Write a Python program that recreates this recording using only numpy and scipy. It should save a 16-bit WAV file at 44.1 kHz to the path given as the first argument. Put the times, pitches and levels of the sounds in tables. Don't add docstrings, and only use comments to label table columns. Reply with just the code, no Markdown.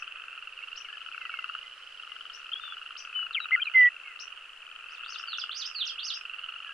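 import sys
import numpy as np
from scipy import signal
from scipy.fft import rfft, irfft, next_fast_len
from scipy.io import wavfile
from scipy.ndimage import uniform_filter1d, map_coordinates

SR = 44100
rng = np.random.default_rng(int(sys.argv[2]) if len(sys.argv) > 2 else 0)


def log_audio(samples):
    frames = np.atleast_2d(samples).T
    limited = np.clip(frames, -1, 1)
    pcm = np.round(limited * 32767).astype(np.int16)
    wavfile.write(sys.argv[1], SR, pcm)


N = 296793
THROAT_GROWTH, SAC_GROWTH = 1.55, 1.0
PULSE_SCATTER_DB, PULSE_SCATTER_HZ = 1.15, 35


def amp(db):
    return 10 ** (np.asarray(db) / 20)


def along(points, hz):
    f, value = np.transpose(points)
    return np.interp(np.log(hz + 1), np.log(f + 1), value)


def filtered(x, response):
    size = next_fast_len(N + 8192)
    return irfft(rfft(x, size) * response(np.fft.rfftfreq(size, 1 / SR)), size)[..., :N]


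def wobble(rate, size=N):
    knots = rng.standard_normal(int(size * rate / SR) + 4)
    return map_coordinates(knots, [np.arange(size) * rate / SR])


def panned(pan_db):
    gains = amp([[pan_db / 2], [-pan_db / 2]])
    return gains / gains.mean()


def add(track, s, sound):
    i = round(s * SR)
    part = sound[:, max(-i, 0):max(N - i, 0)]
    track[:, max(i, 0):max(i, 0) + part.shape[1]] += part


def scattered(sound, wet_db, t60, onset_s, width):
    t = np.arange(SR // 3) / SR
    build_up = 1 - np.exp(-(t / onset_s) ** 2)
    mid, side = rng.standard_normal((2, len(t))) * amp(-60 * t / t60) * build_up
    response = np.array([mid + width * side, mid - width * side])
    response *= amp(wet_db) / np.linalg.norm(response[0])
    response[:, 0] += 1
    return signal.fftconvolve(sound[None], response, axes=1)


def diffuse_noise(spectrum):
    # f/Hz, correlation
    coherence = [(30, .25), (130, .45), (300, .9), (1400, .9), (2800, .6), (4500, .35), (8000, 0)]

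    def response(hz):
        angle = np.arccos(np.clip(along(coherence, hz), -1, 1)) / 2
        return amp(along(spectrum, hz)) * [np.cos(angle), np.sin(angle)]

    mid, side = filtered(rng.standard_normal((2, N)), response)
    ears = np.array([mid + side, mid - side])
    return ears / np.sqrt(np.mean(ears ** 2) + 1e-20)


def air_and_leaves():
    # f/Hz, relative level/dB
    air_spectrum = [(20, 7.5), (45, -16), (65, -14.5), (110, -23.5), (250, -18.5), (450, -5.5), (850, -6.5),
                    (2000, -3.5), (4500, -18), (7000, -14.5), (10000, -17.5), (12000, -26.5)]
    leaf_spectrum = [(2500, -23), (3700, -3.5), (4600, -2), (5500, -6), (7000, -24)]
    # t/s, level/dB
    leaf_envelope = [(0, -73), (.8, -65.5), (1.4, -64.5), (2.599, -65), (3.399, -72), (6.699, -69)]
    leaf_db = np.interp(np.arange(N) / SR, *np.transpose(leaf_envelope))
    leaves = amp(leaf_db) * diffuse_noise(leaf_spectrum)
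    air = amp(-61.5) * diffuse_noise(air_spectrum)
    return (air + leaves) * panned(-2.4)


def syrinx(contour, buzz_db, waver, second_db, second_hz=6200, buzz_hz=165):
    s, hz, db = np.transpose(contour)
    s = np.sort(s)
    t = np.arange(s[0], s[-1] + .00067, 1 / SR)
    pitch = uniform_filter1d(np.interp(t, s, hz), size=130)
    glide = np.gradient(np.log(pitch)) * SR
    rough = np.minimum((glide / 6) ** 2, 1)
    buzz = rough * (np.sin(2 * np.pi * buzz_hz * t + wobble(60, len(t))) + .5 * wobble(400, len(t)))
    pitch = pitch * (1 + waver * buzz)
    edges = np.sin(np.pi / 2 * np.clip(np.minimum(t - t[0], t[-1] - t) / .0015, 0, 1)) ** 2
    envelope = amp(uniform_filter1d(np.interp(t, s, db), size=90) + buzz_db * (buzz - rough / 2))
    joins = np.exp(-((pitch - 5350) / 480) ** 2) * np.clip(glide, 0, 1)
    upper = second_hz + .8 * (pitch - 5350) + 130 * wobble(490, len(t))
    tone = lambda f: np.sin(2 * np.pi * np.cumsum(f) / SR)
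    return edges * envelope * (tone(pitch) + amp(second_db) * joins * tone(upper))


def whistles(rows, attack_share=.12, release_share=.15, arch_db=2.5):
    flutter_from_hz, flutter_hz, flutter_db, flutter_bend = 3300, 55, .5, .008
    u = np.linspace(0, 1, 80)
    for s, length, *arc_hz, db, fade_db, pan_db in rows:
        hz = np.polyval(np.polyfit([0, .5, 1], arc_hz, 2), u)
        gate = np.clip(np.minimum(u / attack_share, np.sqrt((1 - u) / release_share)), .1, 1)
        depth = np.clip((hz - flutter_from_hz) / flutter_from_hz * 10, 0, 1)
        flutter = depth * np.sin(2 * np.pi * flutter_hz * u * length)
        level = db - fade_db * u - arch_db * (2 * u - 1) ** 2 + flutter_db * flutter + 20 * np.log10(gate)
        yield pan_db, np.transpose([s + u * length, hz * (1 + flutter_bend * flutter), level])


def bird(notes, gain_db, wet_db, t60, buzz_db=0, waver=0, second_db=-120):
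    out = np.zeros((2, N))
    for pan_db, contour in notes:
        whistle = amp(gain_db) * syrinx(contour, buzz_db, waver, second_db)
        heard = scattered(whistle, wet_db, t60, onset_s=.011, width=1.1)
        add(out, contour[0][0], panned(pan_db) * heard)
    return out


def far_birds():
    # t/s, length/s, first f/Hz, middle f/Hz, last f/Hz, relative level/dB, fade/dB, L-R/dB
    notes = [ (.614, 0.015, 2180, 2220, 2330, -52, -2, -2), (.845, 0.031, 2420, 2210, 2040, -50, 4, -2),
             (.885, 0.024, 1660, 1660, 1640, -51.5, -3, -2), (.925, 0.033, 1787, 1721, 1680, -47, 4, -7),
             (1.13, 0.03, 2600, 2360, 2150, -46.5, 3, -6), (1.2, 0.11, 2180, 1970, 1900, -48.5, 8, -8),
             (1.302, .15, 2340, 2116, 1975, -45.5, 13, -6), (1.635, 0.032, 2072, 2040, 2050, -51, 8, -4),
             (2.09, .07, 2100, 2040, 1990, -56.5, 5, -1), (2.98, 0.0911, 4700, 4760, 4706, -56, 12, 7),
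             (4.04, .11, 2245, 2090, 1880, -49, 6, 0), (6.655, 0.073, 1715, 1660, 1600, -53, -5, 0)]
    return bird(whistles(notes), gain_db=4, wet_db=-6, t60=.21)


def damped_mode(t, hz, life_s, sag, order=3):
    u = np.maximum(1 + t / (order * life_s), 0)
    cycles = hz * (t - sag * life_s * np.sqrt(1 + (t / life_s) ** 2))
    return (u * np.exp(1 - u)) ** order * np.sin(2 * np.pi * (cycles + rng.random()))


def frog_pulse(throat_db, sac_db, sac_hz, throat_hz=1390, snap_db=-28, overtone_db=-27):
    t = np.arange(-(SR // 100), SR // 60) / SR
    drift = np.exp(.02 * rng.standard_normal(3))
    throat = amp(throat_db) * damped_mode(t, throat_hz * drift[0], life_s=.00077, sag=.05)
    sac = damped_mode(t, sac_hz, life_s=.00088 * drift[1] ** 8, sag=.025)
    overtone = amp(overtone_db) * damped_mode(t, 4420 * drift[2] ** 2, life_s=.0006, sag=.02)
    snap = amp(snap_db + throat_db) * damped_mode(t, 2500, life_s=.0001, sag=0)
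    return throat + amp(sac_db) * (sac + overtone) + snap


def trill(length, first_gap, gap_ratio, longest_gap, sac_rise_hz=187):
    gaps = np.minimum(first_gap * gap_ratio ** np.arange(20), longest_gap)
    delays = np.cumsum(gaps) - gaps
    sung = delays < length + gaps / 2
    progress = delays[sung] / delays[sung][-1]
    effort_db = 20 * np.log10(gaps[sung] / longest_gap)
    detune_hz = sac_rise_hz * (progress - 1)
    return np.transpose([length * progress, effort_db, detune_hz])


def far_frogs(count=56, base_db=-41, spread_db=1.5, throat_db=-11, sac_hz=2920, sac_range=.066):
    # f/Hz, relative level/dB
    chorus_spectrum = [(530, -71), (900, -44), (1010, -15), (1200, -4.5), (1360, -2), (1880, -10),
                       (2270, -12), (2380, -6.5), (2620, -1), (2800, 0.5), (3080, -4.5), (3490, -22),
                       (4000, -28.5), (5200, -60.5), (8800, -120)]
    # t/s, relative level/dB
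    chorus_envelope = [(0, 4.5), (.9, 2.5), (1.6, 3.5), (1.85, 2), (2.3, 2.5), (3, 3), (3.8, 3), (4.1, 3.5),
                       (4.6, 1.5), (5.1, 4.5), (5.8, 2), (6.7, 3.5)]
    swell_db = lambda s: np.interp(s, *np.transpose(chorus_envelope))
    out = np.zeros((2, N))
    starts = (np.arange(count) + rng.random(count)) / count * (N / SR + .5) - .5
    for start, (size, pitch, throat, side, pace) in zip(starts, rng.standard_normal((count, 5))):
        frog_hz = sac_hz * np.exp(sac_range * np.tanh(pitch))
        frog_db = base_db + spread_db * np.tanh(size)
        first_gap, longest_gap = .031 * np.exp(.15 * pace), .049 * np.exp(.06 * pace)
        for delay, effort_db, detune_hz in trill(.4, first_gap, 1.07, longest_gap):
            s = start + delay
            db = frog_db + SAC_GROWTH * effort_db + swell_db(s) + rng.normal(0, PULSE_SCATTER_DB)
            hz = frog_hz + detune_hz + rng.normal(0, PULSE_SCATTER_HZ)
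            pulse = frog_pulse(db + throat_db + 2 * np.tanh(throat), db, hz)
            ears = np.array([pulse, np.roll(pulse, round(2 * side))])
            add(out, s, panned(4 * side - .8) * ears)
    blur_db = -53.5 + swell_db(np.arange(N) / SR) + wobble(25)
    return out + amp(blur_db) * diffuse_noise(chorus_spectrum)


def twittering_bird():
    syllables = { "chip": [(0, 3170, -10.5), (.009, 5050, -4.5), (.026, 5700, -2), (.045, 6090, -13)],
                 "tick": [(0, 2555, -5.5), (.015, 3570, 0.5), (.023, 4650, -20), (.03, 3189, 5)],
                 "peak": [(0, 4400, -13), (.015, 4860, -8.5), (.029, 5300, -6), (.046, 6420, -14.5),
                 (.057, 4620, -4), (.068, 4200, -13.5), (.079, 3580, -1.5), (.093, 2850, -10.5)],
                 "slur": [(0, 4326, -12.5), (.019, 5105, 3), (.038, 5710, -9.5)], "fall": [(0, 4850, -28),
                 (.025, 4500, -5.5), (.042, 4300, -11), (.06, 4050, -10.5), (.077, 3520, 1.5),
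                 (.09, 3000, -4.5), (.11, 2600, -22)], "lash": [(0, 3640, -10), (.008, 6520, -23.5),
                 (.028, 4850, -2), (.036, 3840, -16.5), (.048, 3270, -1), (.07, 2730, -18)]}
    # t/s, syllable, relative level/dB, L-R/dB
    song = [ (-.035, "chip", -48, 12), (.755, "chip", -41, 8), (2.325, "chip", -45.5, 17),
            (2.966, "chip", -39, 9), (4.19, "chip", -37.5, 10), (4.889, "peak", -48.5, -4.5),
            (5.034, "tick", -40.5, -4), (5.076, "peak", -34.5, 3.5), (5.169, "slur", -42, -4.5),
            (5.263, "fall", -30.5, -4), (5.372, "lash", -27, -5.5), (5.503, "tick", -30, -4),
            (5.545, "peak", -27, -5.5), (5.642, "slur", -32.5, -4.5), (5.738, "fall", -24, -4),
            (5.851, "lash", -25.5, -4.5), (5.982, "tick", -28.5, -3.5), (6.027, "peak", -24.5, -4.5),
            (6.126, "slur", -33.5, 3)]
    notes = [(pan_db, np.array(syllables[name]) + [s, 0, db]) for s, name, db, pan_db in song]
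    return bird(notes, gain_db=-1.34, wet_db=-3, t60=.17, buzz_db=1.5, waver=.019, second_db=-12.5)


def near_songbird():
    # t/s, length/s, first f/Hz, middle f/Hz, last f/Hz, level/dB, fade/dB, L-R/dB
    phrase = [ (2.516, 0.017, 3060, 3100, 3270, -30.5, 8, 6.5),
              (2.531, 0.012, 3330, 3230, 3260, -27.5, -3.5, 4),
              (2.553, 0.037, 3280, 3340, 3450, -31, 11, 3), (2.6, .088, 3570, 3580, 3470, -47.5, -8, 14),
              (2.695, 0.048, 3440, 3430, 3390, -40.5, 3, 6.5),
              (3.144, 0.13, 3034, 2950, 2870, -25, 9.5, 6.5),
              (3.328, 0.018, 4390, 3790, 3300, -43.5, -7, 6),
              (3.346, 0.013, 3350, 3140, 3000, -20.5, 1.5, 5.5),
              (3.359, .031, 2950, 2315, 2060, -24, 2, 2.5),
              (3.398, 0.056, 4042, 3872, 3790, -40.5, -3.5, 7),
              (3.515, 0.045, 1925, 2108, 1840, -19, -4.5, 2.5), (3.572, .03, 1460, 1416, 1655, -30, 2, 4.5),
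              (3.597, 0.019, 2350, 2410, 2540, -30, 2, 1.5),
              (3.616, .019, 3223, 3133, 3040, -23.5, -2.5, 5), (3.643, 0.025, 3900, 4070, 3480, -47, 3, 4),
              (3.667, 0.022, 2570, 2437, 2343, -24.5, 4, 2.5),
              (3.741, 0.15, 2097, 1981, 1943, -11.5, 2, -2.4)]
    return bird(whistles(phrase), gain_db=0, wet_db=-35, t60=.2, buzz_db=3, waver=.022)


def near_frogs():
    # first pulse t/s, last pulse t/s, nominal first gap/s, gap ratio, nominal longest gap/s,
    # throat level/dB and sac level/dB at full effort, final sac f/Hz, L-R/dB
    trills = [ (0.025, .079, 0.059, 0.64, 0.051, -30.5, -31.5, 2810, 4),
              (.123, .474, .037, 1.056, .048, -35.5, -33, 2830, 2),
              (.591, 0.778, .0606, 0.99, 0.053, -42, -33, 2890, -5),
              (.81, 1.064, 0.038, 1.04, 0.05, -37, -33, 3086, 6),
              (1.063, 1.552, .0258, 1.084, .054, -27, -29.3, 2860, 2),
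              (1.22, 1.59, .0404, 1.054, .049, -46, -31.5, 2840, -4),
              (1.998, 2.3, .0374, 1.09, .045, -36.5, -34, 3070, 4),
              (2.376, 2.955, .0264, 1.06, .046, -34.5, -36.5, 2860, -3),
              (3.051, 3.563, .0242, 1.082, .053, -29.3, -29, 2850, 3),
              (3.445, 3.626, .043, 1.03, .048, -40.5, -32.5, 2780, -11),
              (3.658, 3.816, .044, 0.91, 0.037, -39, -30.5, 2910, -9),
              (3.672, 3.857, .045, 1.03, .048, -38.5, -34, 3076, 4.5),
              (4.192, 4.376, 0.042, 1.05, .052, -41, -35, 3020, -15),
              (4.679, 4.929, .0364, 0.98, 0.05, -36.5, -40.5, 3068, 4),
              (5.01, 5.495, .0254, 1.084, .055, -29.3, -28.5, 2900, 3),
              (5.676, 5.866, 0.058, 1.05, 0.042, -43, -33.5, 2900, -8.5),
              (5.883, 6.138, 0.037, 0.98, 0.043, -40.5, -31.5, 3010, 0),
              (6.175, 6.491, 0.039, 1.074, 0.05, -39, -29.5, 2845, -6),
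              (6.337, 6.539, 0.05, 1.11, .051, -39.5, -34.5, 2956, -6),
              (6.488, 6.694, 0.034, 1.062, 0.047, -35.5, -32.5, 2914, 1.5)]
    out = np.zeros((2, N))
    for start, end, first_gap, gap_ratio, longest_gap, throat_db, sac_db, sac_hz, pan_db in trills:
        for delay, effort_db, detune_hz in trill(end - start, first_gap, gap_ratio, longest_gap):
            throat_scatter, sac_scatter, pan_scatter = PULSE_SCATTER_DB * rng.standard_normal(3)
            pulse = frog_pulse(throat_db + THROAT_GROWTH * effort_db + throat_scatter,
                               sac_db + SAC_GROWTH * effort_db + sac_scatter,
                               sac_hz + detune_hz + rng.normal(0, PULSE_SCATTER_HZ))
            heard = scattered(pulse, wet_db=-9, t60=.06, onset_s=.004, width=1.2)
            add(out, start + delay - .01, panned(pan_db + 2 * pan_scatter) * heard)
    return out


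def scene():
    birds = near_songbird() + twittering_bird() + far_birds()
    return birds + near_frogs() + far_frogs() + air_and_leaves()


def record(dry):
    cutoff_hz = 12150
    return filtered(dry, lambda hz: 1 / (1 + (hz / cutoff_hz) ** 200))


dry = scene()
out = record(dry)
log_audio(out)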